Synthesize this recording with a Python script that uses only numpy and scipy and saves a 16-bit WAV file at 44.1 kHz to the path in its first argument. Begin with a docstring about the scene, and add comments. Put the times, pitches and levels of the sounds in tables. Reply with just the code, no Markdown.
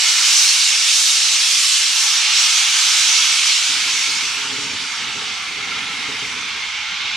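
"""Steam roars from a standing locomotive, some way off in a murmuring rail yard. A bright turbulent jet
from a boiler valve starts to close at 3.5 s; duller steam blows from the cylinder cocks throughout.
As the train creeps off, the wheels rumble over the rails, the frames judder in soft knocks that set
their modes humming, and a flange rubbing the rail briefly sings very high."""
import sys
import numpy as np
from scipy import signal
from scipy.fft import rfft, irfft, next_fast_len
from scipy.io import wavfile
from scipy.ndimage import uniform_filter1d, map_coordinates

SR = 44100
rng = np.random.default_rng(int(sys.argv[2]) if len(sys.argv) > 2 else 0)


def materialize(psi):
    """Save the field psi as 16-bit PCM at rate SR to the path in sys.argv[1].

    A 1-D psi becomes a single channel; in a 2-D psi each row is a channel.
    """
    bounded = np.clip(np.atleast_2d(psi).T, -1, 1)
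    quanta = np.round(bounded * 32767).astype(np.int16)
    wavfile.write(sys.argv[1], SR, quanta)


N = 315756
TIME_S = np.arange(N) / SR


def amp(db):
    """Decibels to gain."""
    return 10 ** (np.asarray(db) / 20)


def unit(x):
    """Scale to rms 1."""
    return x / np.sqrt(np.mean(x ** 2) + 1e-20)


def along(points, hz):
    """Read (Hz, value) points on a log axis."""
    knots_hz, values = np.transpose(points)
    return np.interp(np.log(hz + 1), np.log(knots_hz + 1), values)


def curves(rows, at_s=TIME_S):
    """Interpolate each column after the time."""
    knots_s, *columns = np.transpose(rows)
    return [np.interp(at_s, knots_s, column) for column in columns]


def wobble(rate_hz):
    """Smooth random curve, rate_hz knots a second."""
    knots = rng.standard_normal(int(N * rate_hz / SR) + 4)
    return map_coordinates(knots, [TIME_S * rate_hz])


def field(shape, bins, frames):
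    """Smooth random time-frequency surface, rms 1."""
    white = rng.standard_normal(shape)
    return unit(uniform_filter1d(uniform_filter1d(white, bins, 0), frames, 1))


def filtered(x, response):
    """Apply a complex frequency response."""
    size = next_fast_len(N + SR // 2)
    return irfft(rfft(x, size) * response(np.fft.rfftfreq(size, 1 / SR)), size)[..., :N]


def noise(spectrum):
    """Two independent noises of one colour, rms 1."""
    return unit(filtered(rng.standard_normal((2, N)), lambda hz: amp(along(spectrum, hz))))


def jet(spectrum, flow, pivot_hz, eddy_db, ripple_db, flutter_db, bands_hz=(), band_swell=()):
    """Turbulent steam: the hiss follows separate level and tilt curves; eddies patch its gain."""
    window = dict(nperseg=2048, noverlap=1536)
    hz, frame_s, spectra = signal.stft(noise(spectrum), SR, **window)
    hz = hz[:, None]
    level_db, tilt_db_per_oct = curves(flow, frame_s)
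    gain_db = level_db + tilt_db_per_oct * np.log2(np.maximum(hz, 600) / pivot_hz)
    if bands_hz:
        for (centre_hz, half_width_hz), boost_db in zip(bands_hz, curves(band_swell, frame_s)):
            gain_db += boost_db * np.exp(-((hz - centre_hz) / half_width_hz) ** 2)
    gain_db += eddy_db * field(gain_db.shape, bins=24, frames=4)
    gain_db += ripple_db * field(gain_db.shape, bins=3, frames=24)  # faint, slowly shifting tonal grain
    hiss = signal.istft(spectra * amp(gain_db), SR, **window)[1][:, :N]
    return amp(flutter_db * wobble(10)) * hiss


# Valve jet colour. Each row: frequency in Hz, relative density in dB.
VALVE_SPECTRUM = [(900, -90), (1500, -25), (2100, -11.5), (2600, -6), (3500, -2.5), (4100, -4),
                  (4700, -3.5), (5050, -6.5), (5350, -2), (6000, -3.5), (7000, -8), (8500, -13),
                  (10000, -20), (12000, -30), (14000, -41), (15600, -61)]
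# Valve flow. Each row: time in seconds, level in dB, tilt in dB per octave.
VALVE_FLOW = [(0, -16.5, 2.2), (0.15, -16.5, 2.5), (0.43, -14, 4), (0.66, -15, 1), (0.81, -15.5, 0),
              (1.04, -15.5, 5.5), (1.18, -15, 2), (1.32, -16, 1.5), (1.6, -15.5, 4), (1.87, -17, 2),
              (2.03, -17, 4.5), (2.28, -17, -2), (2.45, -16.5, 1.5), (2.73, -18, 3), (2.93, -16, 2.5),
              (3.2, -16, 0.5), (3.5, -16.5, 0), (3.7, -20, 1.5), (4.1, -22.5, 1.5), (4.4, -25.5, -0.5),
              (4.85, -27, -2), (5.35, -30, -1.5), (5.55, -38.5, 3.5), (6.3, -34.5, 1.5), (7.16, -45, -5)]


def boiler_valve():
    """A bright jet that dies away as the valve closes."""
    return jet(VALVE_SPECTRUM, VALVE_FLOW, pivot_hz=4560, eddy_db=1.5, ripple_db=2.1, flutter_db=.5)


# Cock jet colour. Each row: frequency in Hz, relative density in dB.
COCK_SPECTRUM = [(300, -78), (600, -29), (850, -12.5), (950, -14.5), (1400, -8), (1580, -9.5),
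                 (1980, -10.5), (2100, -5.5), (2700, -5), (3300, -6.5), (4900, -12.5), (6200, -15),
                 (8500, -29.5), (12000, -45), (15600, -60)]
# Cock flow. Each row: time in seconds, level in dB, tilt in dB per octave.
COCK_FLOW = [(0, -20.5, 2.5), (0.5, -23.5, 1.5), (1.1, -25, 1), (1.7, -23.5, 3), (2.25, -21, 1.5),
             (2.75, -19, 2), (3.25, -21.5, 1.5), (3.75, -23, 2), (4.05, -22.5, 2), (4.3, -24.5, -0.5),
             (4.65, -28, -2), (5.25, -26, -1.5), (5.5, -26, -0.5), (5.75, -24.5, -0.5), (6.0, -26, -0.5),
             (6.5, -26, 0), (7.16, -25, 0)]
# Drain pipe resonances. Each row: time in seconds, lower band gain in dB, upper band gain in dB.
PIPE_BAND_GAINS = [(0, 3, -4.5), (2.2, -1, -1), (4.0, 3.5, 0.5), (5.0, 2.5, 0.5), (5.7, 4, 1), (6.4, 5, 1),
                   (7.16, 3.5, 3.5)]


def cylinder_cocks():
    """A duller jet; its drain pipe favours two bands, which stand out more as the engine nears."""
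    return jet(COCK_SPECTRUM, COCK_FLOW, pivot_hz=2190, eddy_db=.95, ripple_db=1.95, flutter_db=.22,
               bands_hz=[(2210, 155), (3600, 500)], band_swell=PIPE_BAND_GAINS)


# Background colour. Each row: frequency in Hz, relative density in dB.
MURMUR_SPECTRUM = [(12, -35), (20, -15.5), (167, -11), (293, -5.5), (330, -13.5), (406, -6.5), (470, -10),
                   (506, -5.5), (570, -9), (680, -13), (880, -20), (1500, -120)]
# Background swell. Each row: time in seconds, gain in dB.
MURMUR_SWELL = [(0, 2), (1.2, -1), (3.2, 2), (7.16, -10)]


def yard_murmur(base_db=-56):
    """Low murmur of the distant yard and trees."""
    swell_db, = curves(MURMUR_SWELL)
    return amp(base_db + swell_db) * noise(MURMUR_SPECTRUM)


# Colour of wheel rumble and frame thuds. Each row: frequency in Hz, relative density in dB.
RUMBLE_SPECTRUM = [(18, -47), (30, -27), (69, -4.5), (156, -1), (211, 2), (259, 1), (294, -2.5), (346, -4),
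                   (398, -5), (435, 0), (620, -14.5), (810, -50), (1360, -120)]
# Wheel rumble. Each row: time in seconds, level in dB.
WHEEL_LEVELS = [(3.45, -75), (3.72, -54.5), (4.3, -51), (4.62, -40), (4.72, -41.5), (4.95, -52),
                (5.15, -42.5), (5.38, -50.5), (5.68, -40.5), (5.82, -46.5), (6.12, -43.5), (6.3, -47),
                (6.55, -49), (6.75, -53), (7.16, -47.5)]
# Ground rumble colour. Each row: frequency in Hz, relative density in dB.
GROUND_SPECTRUM = [(18, -40), (30, -12), (60, -1), (110, -4), (170, -17), (300, -120)]
MOVE_OFF_S, ROLL_FREE_S, JUDDER_END_S = 3.69, 4.42, 6.6


def rolling_wheels(ground_db=-64, nearing_db_per_s=2):
    """Wheels grind over the rails in lumps; the ground rumble grows as the engine nears."""
    moving_s = TIME_S - MOVE_OFF_S
    ground = (moving_s > 0) * amp(ground_db + nearing_db_per_s * moving_s) * noise(GROUND_SPECTRUM)
    level_db, = curves(WHEEL_LEVELS)
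    grind = unit(amp(3.5 * wobble(28)) * noise(RUMBLE_SPECTRUM))
    return amp(level_db) * grind + ground


# Judder slips. Each row: start in seconds, level in dB, third mode over second in dB.
JUDDER_SLIPS = [(3.69, -40, -7), (3.767, -47, -1), (3.859, -41, -5), (3.935, -45, 0), (4.076, -41, -3),
                (4.149, -60, 8), (4.221, -39.5, 1), (4.299, -64, 3), (4.373, -40, -2), (4.443, -39, -1),
                (4.491, -40, 0), (4.522, -34, -5), (4.579, -36, -8), (4.609, -44, -5), (4.645, -39, -1),
                (4.699, -36, -8), (4.819, -42, -11), (5.069, -41, -4), (5.153, -37, -1), (5.213, -44, 16),
                (5.267, -50, -2), (5.499, -50, -2), (5.577, -40, 8), (5.624, -44, -1), (5.709, -44, 2),
                (5.819, -43.5, -16), (5.929, -40, -11), (6.029, -44, -7), (6.084, -32.5, 1),
                (6.221, -34, 0), (6.289, -51, 4), (6.359, -46, 0), (6.446, -54, 2), (6.532, -49, 5)]
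# Frame modes. Each row: frequency in Hz, T60 in seconds, base wander in Hz, relative hum in dB.
FRAME_MODES = [(135, .16, 4, -5), (280, .16, 5, 0), (416, .2, 4, -1), (525, .12, 8, -12)]


def frame_knocks(low_mode_db=-3.5, top_mode_db=-5, thud_db=-6, scatter_db=1,
                 hum_db=-59, hum_fade_db_per_s=1.5):
    """Each slip of the judder is a soft push: a short thud, and fresh energy for the humming modes."""
    start_s, slip_db, tilt_db = np.transpose(JUDDER_SLIPS)
    age_s = np.arange(SR // 2) / SR

    def ramp(from_s, edge_s=.06):
        return np.clip((TIME_S - from_s) / edge_s, 0, 1)

    def envelope(level_db, t60_s, rise_s):
        pushes = np.bincount(np.round(start_s * SR).astype(int), amp(level_db), N)
        response = amp(-60 * age_s / t60_s) * (1 - np.exp(-age_s / rise_s))
        return signal.fftconvolve(pushes, response)[:N]

    juddering = ramp(MOVE_OFF_S) - ramp(JUDDER_END_S)
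    hum = juddering * amp(hum_db - hum_fade_db_per_s * (TIME_S - MOVE_OFF_S))
    wander_scale = 2.6 ** ramp(ROLL_FREE_S)
    chance_db = scatter_db * rng.standard_normal((len(start_s), len(FRAME_MODES))).T
    shares_db = [low_mode_db + chance_db[0], -tilt_db / 2,
                 tilt_db / 2, tilt_db / 2 + top_mode_db + chance_db[3]]
    ring = np.zeros(N)
    for (hz, t60_s, wander_hz, held_db), share_db in zip(FRAME_MODES, shares_db):
        pitch_hz = hz + wander_hz * wander_scale * wobble(45)
        phase = 2 * np.pi * (np.cumsum(pitch_hz) / SR + rng.random())
        struck = envelope(slip_db + share_db, t60_s, rise_s=.004)
        held = hum * amp(held_db + 3.5 * wobble(14))
        ring += (struck + held) * np.sin(phase)
    shed_echo = .26 * np.pad(ring, (400, 0))[:N]
    thud = envelope(slip_db + thud_db, t60_s=.06, rise_s=.002) * noise(RUMBLE_SPECTRUM)
    return np.array([ring, shed_echo]) + thud


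# Flange squeal. Each row: time in seconds, pitch in Hz, level in dB.
SQUEAL_PATH = [(5.15, 10400, -69), (5.4, 10250, -60), (5.7, 10050, -60), (5.84, 10000, -53),
               (6.0, 10150, -56), (6.17, 10280, -54), (6.35, 10300, -56), (6.7, 10300, -69)]


def flange_squeal():
    """A flange rubs the rail: narrow noise around a drifting pitch."""
    pitch_hz, level_db = curves(SQUEAL_PATH)
    carrier = np.sin(2 * np.pi * np.cumsum(pitch_hz) / SR)
    gain = amp(level_db + 1.8 * wobble(20))
    return gain * unit(carrier * np.array([wobble(330), wobble(330)]))


# Channel likeness. Each row: frequency in Hz, left-right coherence from 0 to 1.
STEREO_COHERENCE = [(40, .88), (90, 1), (300, 1), (345, .89), (430, 1), (580, 0.34), (730, 0.84), (1100, 1),
                    (1720, 0.76), (2150, 0.91), (3200, 0.75), (5000, 0.7), (7000, 0.5), (15000, 0.56)]
# Channel balance. Each row: frequency in Hz, left minus right level in dB.
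STEREO_BALANCE = [(40, 1), (130, -1), (300, -2), (430, -4.5), (560, -9.5), (730, -2.5), (1290, -3.5),
                  (1720, -1), (2150, -2.5), (3200, -1.5), (5400, -3), (8600, 0.5), (15000, 1)]
# Channel phase. Each row: frequency in Hz, left minus right phase in radians.
STEREO_PHASE = [(40, 0), (300, -.5), (470, -.8), (560, -2.2), (605, -4.5), (730, -5.4), (1030, -5.9),
                (2150, -6.3), (6000, -6.1), (12000, -6.3)]


def stereo(pair):
    """Mix direct and scattered sound as mid and side, then offset channel level and phase."""
    def blend(hz):
        angle = np.arccos(np.clip(along(STEREO_COHERENCE, hz), -1, 1)) / 2
        return np.array([np.cos(angle), np.sin(angle)])

    def lean(hz):
        left = amp(along(STEREO_BALANCE, hz) / 2) * np.exp(.5j * along(STEREO_PHASE, hz))
        return np.array([left, 1 / left])

    mid, side = filtered(pair, blend)
    return filtered(np.array([mid + side, mid - side]), lean)


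def scene():
    """Everything arrives from the same side of the yard."""
    steam = boiler_valve() + cylinder_cocks()
    motion = rolling_wheels() + frame_knocks() + flange_squeal()
    return stereo(steam + motion + yard_murmur())


def record(dry):
    """Round off the highest peaks, then band-limit."""
    ceiling, cutoff_hz = .97, 15628
    rounded = dry / (1 + np.abs(dry / ceiling) ** 8) ** (1 / 8)
    return filtered(rounded, lambda hz: hz < cutoff_hz)


dry = scene()
out = record(dry)
materialize(out)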